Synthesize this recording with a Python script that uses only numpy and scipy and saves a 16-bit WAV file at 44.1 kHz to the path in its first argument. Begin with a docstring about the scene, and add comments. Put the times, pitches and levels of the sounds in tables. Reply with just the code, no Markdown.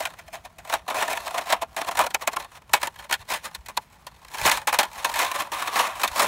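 """Hands roll thin embossed metal sheets into a tube in the open air, close to a small microphone.
From the start, dents snap in quick cascades, each ringing a patch of sheet, over an outdoor hush and rumbling wind.
Small dents crowd in while the metal slides; the air in the roll adds a hollow note, weaker after 2 s.
From 3.2 s single puffs push the microphone, and near 4.5 s the swinging roll fans it.
After 4.9 s the hollow note is stronger again and climbs, then drops away just after 6 s."""
import sys
import numpy as np
from scipy import signal
from scipy.fft import rfft, irfft, next_fast_len
from scipy.io import wavfile

SR = 44100
rng = np.random.default_rng(int(sys.argv[2]) if len(sys.argv) > 2 else 0)


def unload_wav(signal):
    """Save mono or channel-first audio to the path in sys.argv[1] as 16-bit WAV at rate SR, clipped to [-1, 1]."""
    wavfile.write(
        sys.argv[1],
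        SR,
        np.round(np.clip(np.atleast_2d(signal).T, -1, 1) * 32767).astype(np.int16),
    )


N = 276507  # length of the sound in samples


def amp(db):
    """Turn decibels into an amplitude factor; amp(2 * db) is the power factor."""
    return 10 ** (np.asarray(db) / 20)


def evened(x):
    """Scale a signal to rms 1."""
    return x / np.sqrt(np.mean(x ** 2, -1, keepdims=True) + 1e-20)


def read(points, hz):
    """Read a curve at the given pitches, with pitch on a logarithmic scale."""
    f, value = np.transpose(points)
    return np.interp(np.log(hz + 1), np.log(f + 1), value)


def along(points):
    """Draw straight lines between (time, value) points, one value per sample."""
    return np.interp(np.arange(N) / SR, *np.transpose(points))


def coloured(points):
    """Steady noise of rms 1 with the given spectrum."""
    size = next_fast_len(N)
    gain = amp(read(points, np.fft.rfftfreq(size, 1 / SR)))
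    noise = irfft(rfft(rng.standard_normal(size)) * gain, size)
    return evened(noise[:N])


# Spectrum of the outdoor hush: pitch_hz [Hz], level_db [relative dB per Hz]
AIR_SPECTRUM = [(88, -37), (150, 1), (291, -13), (871, -14.5), (1660, -16.5), (12700, -37), (16000, -35)]


def outdoor_hush():
    """Steady background noise of the open air, at an rms level of -60.5 dB."""
    return amp(-60.5) * coloured(AIR_SPECTRUM)


# Spectrum of the wind rumble: pitch_hz [Hz], level_db [relative dB per Hz]
WIND_SPECTRUM = [(15, -40), (30, -7), (55, 7), (120, -2), (300, -24), (800, -38)]
# Puffs of wind and of air pushed by the sheet:
# middle_s [s], envelope_peak_db [dB], pitch_hz [Hz], length_s [s]
PUFFS = [(3.208, -42, 94, 0.026), (3.599, -40, 60, 0.032), (4.428, -27.5, 70.6, 0.0081),
         (4.449, -39, 70, 0.062), (4.457, -20, 353, 0.0026), (4.47, -40, 135, 0.055),
         (4.547, -45, 50, 0.06), (5.157, -45, 54, 0.041), (6.122, -39, 65, 0.018), (6.25, -41, 191, 0.024)]


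def wind():
    """Low noise of uneven strength, plus short sine pulses that push the microphone."""
    t = np.arange(N) / SR
    lumps_db = 3.0 * coloured([(1, -15), (6, 16), (20, 2), (60, -77.5)])
    # the roll swings round and fans the microphone: up to 7 dB more, around 4.53 s
    swing_db = 7 * np.exp(-((t - 4.53) / .13) ** 4)
    out = amp(-59 + lumps_db + swing_db) * coloured(WIND_SPECTRUM)
    for middle_s, peak_db, hz, length_s in PUFFS:
        lag_s = t - middle_s
        envelope = amp(peak_db) * np.exp(-(2 * lag_s / length_s) ** 2)
        out = out + envelope * np.sin(2 * np.pi * hz * lag_s)
    return out


# Hollow note of the roll: time_s [s], pitch_hz [Hz], strength_db [dB]
ROLL = [(0, 657, 6), (2.05, 681, 4), (2.3, 876, -12), (4.9, 861, -0.5), (5.148, 917, 3), (5.35, 1125, 2.5),
        (5.85, 1163, 4.5), (6.05, 1240, -3), (6.15, 910, -32)]


def hollow(x, width_hz):
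    """The air column in the roll: a resonance that follows the roll's shape."""
    s, hz, db = np.transpose(ROLL)
    turn = np.exp(2j * np.pi * np.cumsum(along(np.c_[s, hz])) / SR)
    r = np.exp(-np.pi * width_hz / SR)
    # shift the moving note down to 0 Hz, smooth it there, shift it back up
    smoothed = signal.lfilter([1 - r], [1, -r], x / turn)
    note = 2 * (turn * smoothed).real
    return amp(along(np.c_[s, db])) * note


# Strength of the sheet's modes: pitch_hz [Hz], level_db [relative dB]
SHEET = [(88, -53), (150, -22.5), (334, -18.5), (504, -11.5), (662, -6), (888, 0), (1360, -4), (3040, -7.5),
         (4860, -16), (9440, -13.5), (15100, -16), (16000, -3.5)]
# How long the modes ring: pitch_hz [Hz], t60_s [s to fall 60 dB; under 0.003 counts as 0.003]
RING = [(300, 0.064), (1000, 0.043), (2800, 0.025), (7000, 0.013), (15000, 0.0014)]


def patches(lo_hz, hi_hz, count, size):
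    """Rings of different patches of the sheet in one register: many unrelated dying modes, energy 1."""
    t = np.arange(1536) / SR
    out = []
    for place, phase in rng.random((count, 2, size, 1)):
        hz = lo_hz + (hi_hz - lo_hz) * place
        # bending waves are slower in the bass, so low modes build up later
        rise = 1 - np.exp(-t * hz / 0.61)
        t60_s = np.maximum(read(RING, hz), .003)
        fade = amp(read(SHEET, hz) - 60 * t / t60_s)
        modes = rise * fade * np.sin(2 * np.pi * (hz * t + phase))
        out.append(modes.sum(0))
    return out / np.linalg.norm(out, axis=1, keepdims=True)


def slips(per_s, t60):
    """The embossed faces catch and let go: sudden starts that die away, mean power 1."""
    sizes = amp(2 * 2.07 * np.minimum(rng.exponential(1, N), 3))
    starts = sizes * (rng.random(N) < per_s / SR)
    bursts = signal.lfilter([1], [1, -amp(-120 / (t60 * SR))], starts)
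    steady = 0.13
    return steady + (1 - steady) * bursts / bursts.mean()


# Dents under the sliding hands: time_s [s], level_db [dB, before each register's offset]
SLIDING = [(0.0, -34.5), (0.15, -61), (0.8, -70.5), (0.93, -50), (1.22, -39.5), (1.42, -42), (1.6, -67),
           (1.96, -45), (2.35, -70), (2.55, -110), (2.74, -47), (3.13, -70), (3.53, -55.5), (3.72, -70),
           (4.31, -56.5), (4.51, -36), (4.7, -65.5), (5.09, -35), (5.29, -77), (5.5, -58), (5.88, -75),
           (6.1, -44.5)]


def sliding():
    """Power of the small dents that crowd in while the metal slides, in body, middle and treble."""
    offset_db = np.array([[1.5], [-2.5], [-4.]])
    return amp(2 * (along(SLIDING) + offset_db))


# Sudden cascades: peak_s [s], level_db [dB over 1.4 kHz], body_db [dB under 1.4 kHz, relative to level_db],
# dying_ms [ms to fall 60 dB, before HASTE]
SNAPS = [(0.053, -22.5, -9.5, 59), (0.104, -42.5, 0.4, 35), (0.139, -46.5, 2, 19), (0.584, -39, -2.5, 83),
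         (0.65, -44.5, 2, 56), (0.698, -28.5, 1, 18), (0.726, -25, 5, 39), (0.738, -20, 0.5, 48),
         (0.865, -51.5, 8, 25), (0.879, -33, 4, 270), (0.901, -27, 0.5, 74), (0.944, -32.5, 4, 170),
         (1.022, -22.5, 2.5, 57), (1.079, -25.5, 2, 47), (1.278, -32.5, -2, 45), (1.343, -31.5, 5, 140),
         (1.42, -35, -1, 26), (1.524, -18.5, 2.2, 79), (1.765, -29, 0.4, 230), (1.815, -22.5, 0.5, 24),
         (1.847, -34.5, 1, 20), (1.912, -29.5, 0.3, 66), (1.954, -31.5, 3, 28), (1.971, -23, 0, 70),
         (1.99, -20, 4.5, 113), (2.011, -21.5, -1.5, 61), (2.105, -36, -1.5, 57), (2.146, -17.5, -2.5, 34),
         (2.275, -17, -1.5, 44), (2.367, -22, 6.5, 15), (2.446, -42.5, 2.5, 23), (2.517, -47.5, 4, 40),
         (2.62, -51, 4.5, 27), (2.695, -50, 6, 49), (2.734, -12.5, -4.5, 92), (2.817, -26.5, -3, 8.1),
         (2.83, -21, -1, 56), (2.844, -29, -2.1, 25), (2.872, -27.5, -0.8, 40), (2.96, -42, -2, 31),
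         (3.097, -31.5, 1, 23), (3.111, -21.5, 1.5, 36), (3.126, -15, -9, 40), (3.139, -20, -7.5, 50),
         (3.361, -34.5, -13, 146), (3.549, -27.5, -10.5, 39), (3.662, -37, -11, 39), (3.685, -35, 0, 89),
         (3.774, -20, -1.1, 19), (4.067, -36, -1.5, 63), (4.249, -41.5, -2, 7.4), (4.284, -41, -23, 8),
         (4.497, -18, -21, 10), (4.514, -15, -6.5, 103), (4.672, -19, -3.5, 106), (4.728, -22, 1, 40),
         (4.788, -11, -2.5, 91), (4.83, -25, 0.5, 93), (4.932, -39, -20, 24), (5.046, -18, -3.5, 73),
         (5.14, -26, -7, 66), (5.19, -19, -5, 220), (5.315, -25.5, -2.5, 55), (5.461, -44.5, 2.5, 180),
         (5.518, -30, 0.3, 780), (5.757, -25.5, -1, 640), (6.034, -16, -0.5, 82), (6.077, -19.5, -14, 40),
         (6.194, -20, 1, 140), (6.219, -21.5, 1.5, 160)]
# Cascades that build up as the sheet bends: peak_s [s], level_db [dB over 1.4 kHz],
# swell_ms [ms to rise 60 dB], dying_ms [ms to fall 60 dB, before HASTE]
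CRINKLES = [(0.025, -31, 94, 110), (0.188, -42, 61, 120), (0.282, -46, 81, 30), (0.344, -34, 73, 126),
            (0.451, -41.5, 31, 81), (0.735, -31, 217, 158), (0.988, -25.5, 154, 430),
            (1.106, -27.5, 62, 190), (1.131, -26, 15, 26), (1.174, -29, 77, 22), (1.38, -24, 41, 80),
            (1.496, -29.5, 122, 246), (1.622, -28, 34, 61), (1.885, -27.5, 80, 40), (2.039, -27.5, 49, 63),
            (2.067, -31.5, 45, 51), (2.221, -29.5, 40, 78), (2.335, -30.5, 59, 49), (2.4, -37, 86, 160),
            (2.424, -40, 30, 34), (2.574, -43, 290, 59), (2.859, -29.5, 110, 18), (2.994, -40.5, 55, 160),
            (3.044, -39.5, 30, 55), (3.215, -43.5, 140, 69), (3.302, -28, 65, 150), (3.344, -25, 127, 89),
            (3.454, -27.5, 72, 97), (3.829, -54.5, 660, 350), (3.93, -54.8, 36, 180),
            (4.353, -35.5, 147, 39), (4.382, -32.5, 105, 1100), (4.466, -14, 137, 127),
            (4.568, -30, 160, 130), (4.743, -18.5, 52, 80), (4.994, -33.5, 180, 140), (5.16, -29, 52, 590),
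            (5.224, -24, 110, 280), (5.353, -27.5, 86, 75), (5.407, -27.5, 240, 156),
            (5.604, -37, 260, 170), (5.622, -32.5, 25, 200), (5.675, -27, 53, 70), (5.733, -47, 38, 100),
            (5.812, -23, 330, 225), (5.873, -25, 67, 37), (5.959, -37, 36, 230), (6.02, -31.5, 190, 160),
            (6.19, -25, 260, 420)]
# Colour of the sheet as it is turned and curled: time_s [s], body_db [dB, for crinkles],
# treble_db [dB, share over 4 kHz]
COLOUR = [(0, -6.5, -7), (0.6, 0, -4.5), (1.3, -2.4, -7), (1.7, 4.5, -5), (2.4, 0.5, -4.5),
          (3.0, -2.1, -5.5), (3.6, -3, -3), (4.4, -3, -4.5), (5.3, -0.4, -5), (5.65, -0.2, -6),
          (6.27, 2.5, -3)]


def cascades():
    """Gather all cascades as (peak s, level dB, body dB, treble dB, swell ms, dying ms)."""
    when, body, treble = np.transpose(COLOUR)
    out = []
    for s, db, body_db, die_ms in SNAPS:
        # a short snap swells gently, a long one starts hard (490 is in ms squared)
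        swell_ms = np.clip(490 / die_ms, 4, 17)
        out.append((s, db, body_db, np.interp(s, when, treble), swell_ms, die_ms))
    for s, db, swell_ms, die_ms in CRINKLES:
        body_db, treble_db = np.interp(s, when, body), np.interp(s, when, treble)
        out.append((s, db, body_db, treble_db, swell_ms, die_ms))
    return out


# The body of a cascade lasts, its treble dies first:
# speed of dying [factor], one row each for body, middle, treble
HASTE = np.array([[.85], [.95], [1.15]])


def effort():
    """Power with which dents snap in body, middle and treble: sliding plus the cascades."""
    t = np.arange(N) / SR
    slide = sliding()
    rasp = 0.23  # share of the sliding that rasps on evenly
    slipping, direct = (1 - rasp) * slide, rasp * slide
    for s, db, body_db, treble_db, swell_ms, die_ms in cascades():
        # work within a quarter of a second of the peak
        near = slice(max(round(s * SR) - SR // 4, 0), round(s * SR) + SR // 4)
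        lag_ms = 1000 * (t[near] - s)
        swelling = -lag_ms / max(swell_ms, 2)
        dying = lag_ms / max(die_ms, 4) * HASTE
        shape = amp(2 * -60 * np.where(lag_ms < 0, swelling, dying))
        bright = amp(2 * treble_db)
        shares = amp(2 * db) * np.array([[amp(2 * body_db)], [max(1 - bright, .1)], [bright]])
        # slow cascades catch and slip, quick ones run through
        loose = np.clip(swell_ms / 45, .3, .62)
        slipping[:, near] += loose * shares * shape
        direct[:, near] += (1 - loose) * shares * shape
        # the quicker the swell, the harder the crack at its peak
        crack = (lag_ms >= 0) * np.exp(-abs(lag_ms) / 0.95) * 2.47 / (1 + swell_ms / 15)
        direct[:, near] += shares * crack
    return slipping * slips(per_s=110, t60=0.037) + direct


def sheet():
    """Random dents, a few of them larger, each ringing one patch as hard as the effort of the moment."""
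    dents_per_s = 6000  # on average
    size = amp(2.85 * np.minimum(rng.exponential(1, N), 4))
    size = size * (rng.random(N) < dents_per_s / SR)
    size = size * rng.choice([-1, 1], N)  # dents pop in or out
    dents = evened(size) * np.sqrt(effort())
    registers = [patches(142.0, 1414.7, count=12, size=30),
                 patches(1390, 4070, count=12, size=45),
                 patches(3940, 15800, count=12, size=200)]
    # many dents of a moment lie in the same patch; the hands move on about 40 times a second
    moves = np.cumsum(rng.random(N) < 40 / SR)
    held = rng.integers(0, 12, N)[moves]
    patch = np.where(rng.random(N) < .4, held, rng.integers(0, 12, N))
    out = np.zeros(N)
    for force, rings in zip(dents, registers):
        for k, ring in enumerate(rings):
            out += signal.oaconvolve(force * (patch == k), ring)[:N]
    return out


def scene():
    """Add the hush, the wind, the hollow note and the metal itself, in one channel."""
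    metal = sheet()
    mix = outdoor_hush() + wind() + hollow(metal, width_hz=75) + metal
    return mix[None]


def record(dry):
    """The input stage rounds off the loudest cracks; then a low-pass filter limits the band."""
    ceiling, edge_hz = .85, 15800
    soft = dry / (1 + abs(dry / ceiling) ** 4) ** (1 / 4)
    low_pass = signal.firwin(511, edge_hz, window=("kaiser", 9), fs=SR)
    return signal.oaconvolve(soft, low_pass[None], "same")


dry = scene()
out = record(dry)
unload_wav(out)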